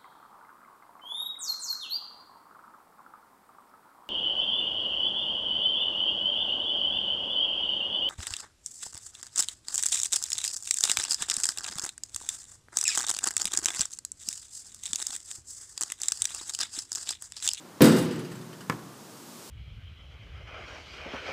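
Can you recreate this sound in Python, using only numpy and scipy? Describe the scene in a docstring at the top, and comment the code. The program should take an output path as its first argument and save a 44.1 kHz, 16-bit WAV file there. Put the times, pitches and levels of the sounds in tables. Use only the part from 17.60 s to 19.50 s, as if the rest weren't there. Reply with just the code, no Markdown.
"""Beside a quiet street, a basketball bangs on the backboard of a portable hoop.
The board booms in its bending modes and cracks against its bracket; the loose steel frame clanks
and rattles to rest while the base rocks and small parts clink. The ball drops to the asphalt and
bounces once, its shell and air ringing, and the houses return the sound.
Behind it lie a low outdoor rumble and a soft hiss that swells towards the end."""
import sys
import numpy as np
from scipy import signal
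from scipy.fft import rfft, irfft
from scipy.io import wavfile

SR = 44100
rng = np.random.default_rng(int(sys.argv[2]) if len(sys.argv) > 2 else 0)


def store_pcm(level_fs):
    """Save levels as 16-bit WAV."""
    pcm = np.round(np.clip(level_fs, -1, 1) * 32767).astype(np.int16)
    wavfile.write(sys.argv[1], SR, np.atleast_2d(pcm).T)


N = 83790
T = np.arange(N) / SR
SHORT_SAMPLES = N // 8
SHOT_S, LANDING_S = 0.2068, 1.0983   # ball meets board, then road


def from_db(db):
    """Decibels to gain."""
    return 10 ** (np.asarray(db) / 20)


def at_hz(table, hz, column=1):
    """One table column, interpolated over log frequency."""
    rows = np.array(table)
    return np.interp(np.log(hz + 1e-9), np.log(rows[:, 0]), rows[:, column])


def butter(x, order, hz, kind):
    """Butterworth filter."""
    return signal.sosfilt(signal.butter(order, hz, kind, fs=SR, output="sos"), x)


def rise(tau_s):
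    """Exponential onset from 0 to 1."""
    return 1 - np.exp(-T / tau_s)


def impulses(rows):
    """One impulse per (time [s], level [dB]) row."""
    out = np.zeros(N)
    for time_s, db in rows:
        out[int(np.clip(time_s * SR, 0, N - 1))] += from_db(db)
    return out


def excite(force, response):
    """Force convolved with an impulse response."""
    return signal.fftconvolve(force, response)[:N]


def ring(modes):
    """Decaying sines, all starting in phase."""
    return sum(from_db(np.maximum(db - 60 * T / t60_s, -200)) * np.sin(2 * np.pi * hz * T)
               for hz, db, t60_s in modes)


def ring_plate(modes):
    """Neighbouring plate modes start in opposite directions."""
    return ring(modes[::2]) - ring(modes[1::2])


def noise(spectrum, size=N):
    """Steady coloured noise, rms 1; the spectrum sets shape only."""
    hz = np.arange(size // 2 + 1) * SR / size
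    x = irfft(rfft(rng.standard_normal(size)) * from_db(at_hz(spectrum, hz)), size)
    return x / x.std()


def dense_modes(table, size=N):
    """Countless close modes: noise decaying from rms 1, with one t60 per third octave."""
    hz = np.arange(size // 2 + 1) * SR / size
    bins = rfft(noise(table, size))
    edges_hz = np.geomspace(25, 20000, 30)
    out = np.zeros(N)
    for low, high in zip(edges_hz, edges_hz[1:]):
        t60_s = at_hz(table, np.sqrt(low * high), column=2)
        band = irfft(bins * ((hz >= low) & (hz < high)), size)
        out[:size] += band * np.exp(-np.log(1000) * T[:size] / t60_s)
    return out


# far rumble: (frequency [Hz], relative density [dB])
RUMBLE_SPECTRUM = [(25, -41), (55, -35), (100, -8.5), (170, -2), (260, -0.5), (450, -7), (700, -10.5),
                   (1150, -10), (2300, -22.5), (6000, -28), (15000, -50)]
# hiss: (frequency [Hz], relative density [dB])
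HISS_SPECTRUM = [(1000, -18), (2500, -2), (4700, 2), (8000, 2.5), (10500, -2.5), (14500, -4)]
# hiss swell: (time [s], level [dB])
HISS_SWELL = [(0, -58), (0.8, -55.5), (1.3, -55), (1.6, -51.5), (1.9, -48)]

def outdoors():
    """Steady far rumble and a slowly swelling hiss."""
    hiss_db = np.interp(T, *np.transpose(HISS_SWELL))
    return from_db(-49) * noise(RUMBLE_SPECTRUM) + from_db(hiss_db) * noise(HISS_SPECTRUM)


# bolt and hook contacts: (time [s], level [dB], pitch [Hz])
CLINKS = [(0.5092, 2, 2900), (0.5240, -1, 8020), (0.5560, -2, 7700), (0.591, 0, 10100), (0.6470, -4, 6520),
          (0.716, -2, 8000), (0.753, -4.5, 7560), (0.8122, -6.5, 3530), (0.9277, -4.5, 3075),
          (1.0052, -1.5, 3020)]
# clink colour: (frequency [Hz], relative density [dB], t60 [s])
CLINK_SPECTRUM = [(600, -1, 0.08), (1750, 4.5, 0.18), (2230, -3, 0.099), (2960, 3, 0.08), (3700, -7, 0.066),
                  (4900, 1, 0.12), (5800, -8, 0.06), (8140, -3, 0.11), (8900, -10, 0.13), (9900, -11, 0.14),
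                  (11700, -14, 0.13), (14500, -11, 0.029)]

def small_parts():
    """Bolts and hooks clink as the hoop sways, each at its own pitch."""
    out = np.zeros(N)
    for time_s, db, hz in CLINKS:
        tone = ring([(hz, -47, 0.081)])
        part = tone + from_db(-42) * dense_modes(CLINK_SPECTRUM, SHORT_SAMPLES)
        out += excite(impulses([(time_s, db)]), part * rise(tau_s=0.001))
    return out


# rocking impacts: (time [s], level [dB])
ROCKS = [(0.227, 3), (0.423, -7.5), (0.616, -16), (0.722, -15), (0.820, -33)]
# base resonances: (frequency [Hz], level [dB], t60 [s])
BASE_MODES = [(46, -28.5, 0.051), (128, -22, 0.079), (193, -23, 0.13)]

def base():
    """The pole rocks on its base with dull thuds."""
    return excite(impulses(ROCKS), ring(BASE_MODES) * rise(tau_s=0.0054))


# nearby reflections: (delay [s], level [dB])
ECHOES = [(0.0103, -14.5), (0.0215, -22), (0.0255, -13), (0.0950, -25)]
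# diffuse return: (frequency [Hz], relative density [dB], t60 [s])
STREET_SPECTRUM = [(40, -14, 0.4), (128, 11.5, 0.66), (342.5, 8, 0.56), (640, -7, 0.65), (1110, -1, 1),
                   (1740, -14, 0.71), (3060, -16, 0.46), (12000, -21, 0.25)]

def street(direct, blows):
    """Nearby surfaces echo the direct sound; the houses return a diffuse tail for each blow."""
    echoes = butter(impulses(ECHOES), order=1, hz=3600, kind="low")
    tail = from_db(-37.5) * dense_modes(STREET_SPECTRUM) * rise(tau_s=0.0074)
    return excite(direct, echoes) + excite(blows, tail)


# shell and enclosed air: (frequency [Hz], level [dB], t60 [s])
BALL_MODES = [(162, -17, 0.08), (248.7, -22, 0.045), (477, -23, 0.017), (1050, -19, 0.021),
              (1320, -22.5, 0.029), (1711, -25, 0.035), (2124, -30, 0.018), (2393, -30, 0.02),
              (3290, -36, 0.021), (4900, -34, 0.012)]
# rubber slap: (frequency [Hz], relative density [dB], t60 [s])
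SLAP_SPECTRUM = [(30, -26, 0.04), (200, -16, 0.05), (680, -23, 0.016), (1180, 15.5, 0.035),
                 (2300, 2.5, 0.048), (3000, -6, 0.023), (7450, -6, 0.02), (10740, -25, 0.018),
                 (14750, -28, 0.01)]

def ball():
    """The ball slaps and pings on board and road, with little deep bass; the street answers."""
    blows = impulses([(SHOT_S, -6.5), (LANDING_S, 2)])
    response = ring(BALL_MODES) + from_db(-23.5) * dense_modes(SLAP_SPECTRUM, SHORT_SAMPLES)
    direct = butter(excite(blows, response), order=2, hz=210, kind="high")
    return direct + street(direct, blows)


def joint_chatter():
    """Force of random joint contacts, thinning out as the swings grow too small to lift the joints."""
    delay_s, lasts_s, contacts_per_s = 0.012, 0.24, 430
    fall_db_per_s, spread_db = 66, 2
    age_s = np.maximum(T - SHOT_S - delay_s, 0)
    rate_per_s = contacts_per_s * (age_s > 0) / (1 + (age_s / lasts_s) ** 20)
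    contacts = (rng.random(N) < rate_per_s / SR) * rng.choice([-1, 1], N)
    return contacts * from_db(-14 - fall_db_per_s * age_s + spread_db * rng.standard_normal(N))


# frame knocking on its bolts: (time [s], level [dB])
KNOCKS = [(0.2215, -3.5), (0.2410, -5), (0.2445, -8.5), (0.2555, -5.5), (0.3430, -25), (0.3660, -17),
          (0.3840, -13)]
# frame clank: (frequency [Hz], relative density [dB], t60 [s])
CLANK_SPECTRUM = [(300, -34, 0.059), (780, 8, 0.12), (1730, 6, 0.084), (2370, -4, 0.16), (3330, 1.5, 0.1),
                  (5400, 3.5, 0.031), (5500, -3, 0.048), (8000, 4, 0.068), (9100, -7, 0.13),
                  (11900, -4, 0.077), (14400, -7, 0.064)]
# steel resonances: (frequency [Hz], level [dB], t60 [s])
STEEL_MODES = [(1440, -36.5, 0.3), (1487, -47.5, 0.46), (1608, -52, 0.89), (1696, -39, 0.14),
               (2216, -46, 0.19), (2843, -41, 0.41), (3570, -62, 0.21), (3700, -45, 0.37),
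               (7500, -51, 0.12), (9400, -35, 0.27)]

def frame():
    """Knocks and joint chatter set the steel frame clanking and ringing."""
    steel = ring_plate(STEEL_MODES)
    out = np.zeros(N)
    for force in (impulses(KNOCKS), joint_chatter()):
        clank = from_db(-18) * dense_modes(CLANK_SPECTRUM, SHORT_SAMPLES)
        out += excite(force, clank + steel)
    return out


# board-on-bracket impacts: (time [s], level [dB])
SLAMS = [(0.215, -16), (0.2183, 0.5), (0.22, 2), (0.2228, -15), (0.2452, -11), (0.2556, -12), (0.4245, -23)]
# impact crack: (frequency [Hz], relative density [dB], t60 [s])
CRACK_SPECTRUM = [(298, -40, 0.017), (1620, 8, 0.075), (2560, -0.5, 0.034), (3870, 5.5, 0.022),
                  (6000, -5, 0.014), (8200, -9, 0.037), (9400, 8, 0.026), (11100, -5, 0.017),
                  (13900, 1, 0.03)]

def bracket():
    """The board slams against its bracket, one short crack per impact."""
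    return sum(excite(impulses([slam]), from_db(-15) * dense_modes(CRACK_SPECTRUM, SHORT_SAMPLES))
               for slam in SLAMS)


# strongest modes of board and pole: (frequency [Hz], level [dB], t60 [s])
BOARD_MODES = [(125.4, -28.5, 1.97), (148.5, -22.5, 0.57), (164.4, -20.5, 1.47), (177.4, -22, 0.62),
               (222.4, -16.5, 0.7), (257.6, -15.5, 0.89), (267.3, -17, 0.39), (304.5, -17.5, 0.98),
               (349, -25.5, 1.46), (366, -21, 1.38), (468.6, -29.5, 1.05), (505.7, -20.5, 0.78),
               (581.5, -31.5, 0.24), (643.7, -28.5, 0.616)]
# the board's many weak modes: (frequency [Hz], relative density [dB], t60 [s])
WASH_SPECTRUM = [(51.4, -31, 0.44), (85, -21, 1.6), (124, -7, 2.4), (295, 1.5, 0.98), (487, -4, 1.14),
                 (670, -13.5, 0.84), (760, -17.5, 1.44), (1650, -19.5, 1.14), (2220, -25.5, 1.47),
                 (4870, -27, 1.16), (6500, -34.5, 1.2), (15000, -72, 0.67)]

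def backboard():
    """Bending waves fill the struck board, which booms for about a second with little deep bass."""
    surge_db, surge_s = 4, 0.14   # wide first swings, until slipping joints damp them
    modes = ring_plate(BOARD_MODES) * rise(tau_s=0.0019)
    wash = from_db(-15.5) * dense_modes(WASH_SPECTRUM)
    gain = from_db(-3 + surge_db / (1 + (T / surge_s) ** 6))
    boom = excite(impulses([(SHOT_S, 0)]), (modes + wash) * gain)
    return butter(boom, order=3, hz=78, kind="high")


def scene():
    """Mono sum near the foot of the hoop."""
    hoop = backboard() + frame() + bracket() + base() + small_parts()
    return (hoop + ball() + outdoors())[None]


def record(dry):
    """Small microphone: deepest bass lost, peaks rounded, top cut."""
    ceiling, cutoff_hz = 0.9, 15000
    thin = butter(dry, order=1, hz=30, kind="high")
    rounded = ceiling * np.tanh(thin / ceiling)
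    return signal.sosfilt(signal.ellip(10, .1, 80, cutoff_hz, fs=SR, output="sos"), rounded)


dry = scene()
out = record(dry)
store_pcm(out)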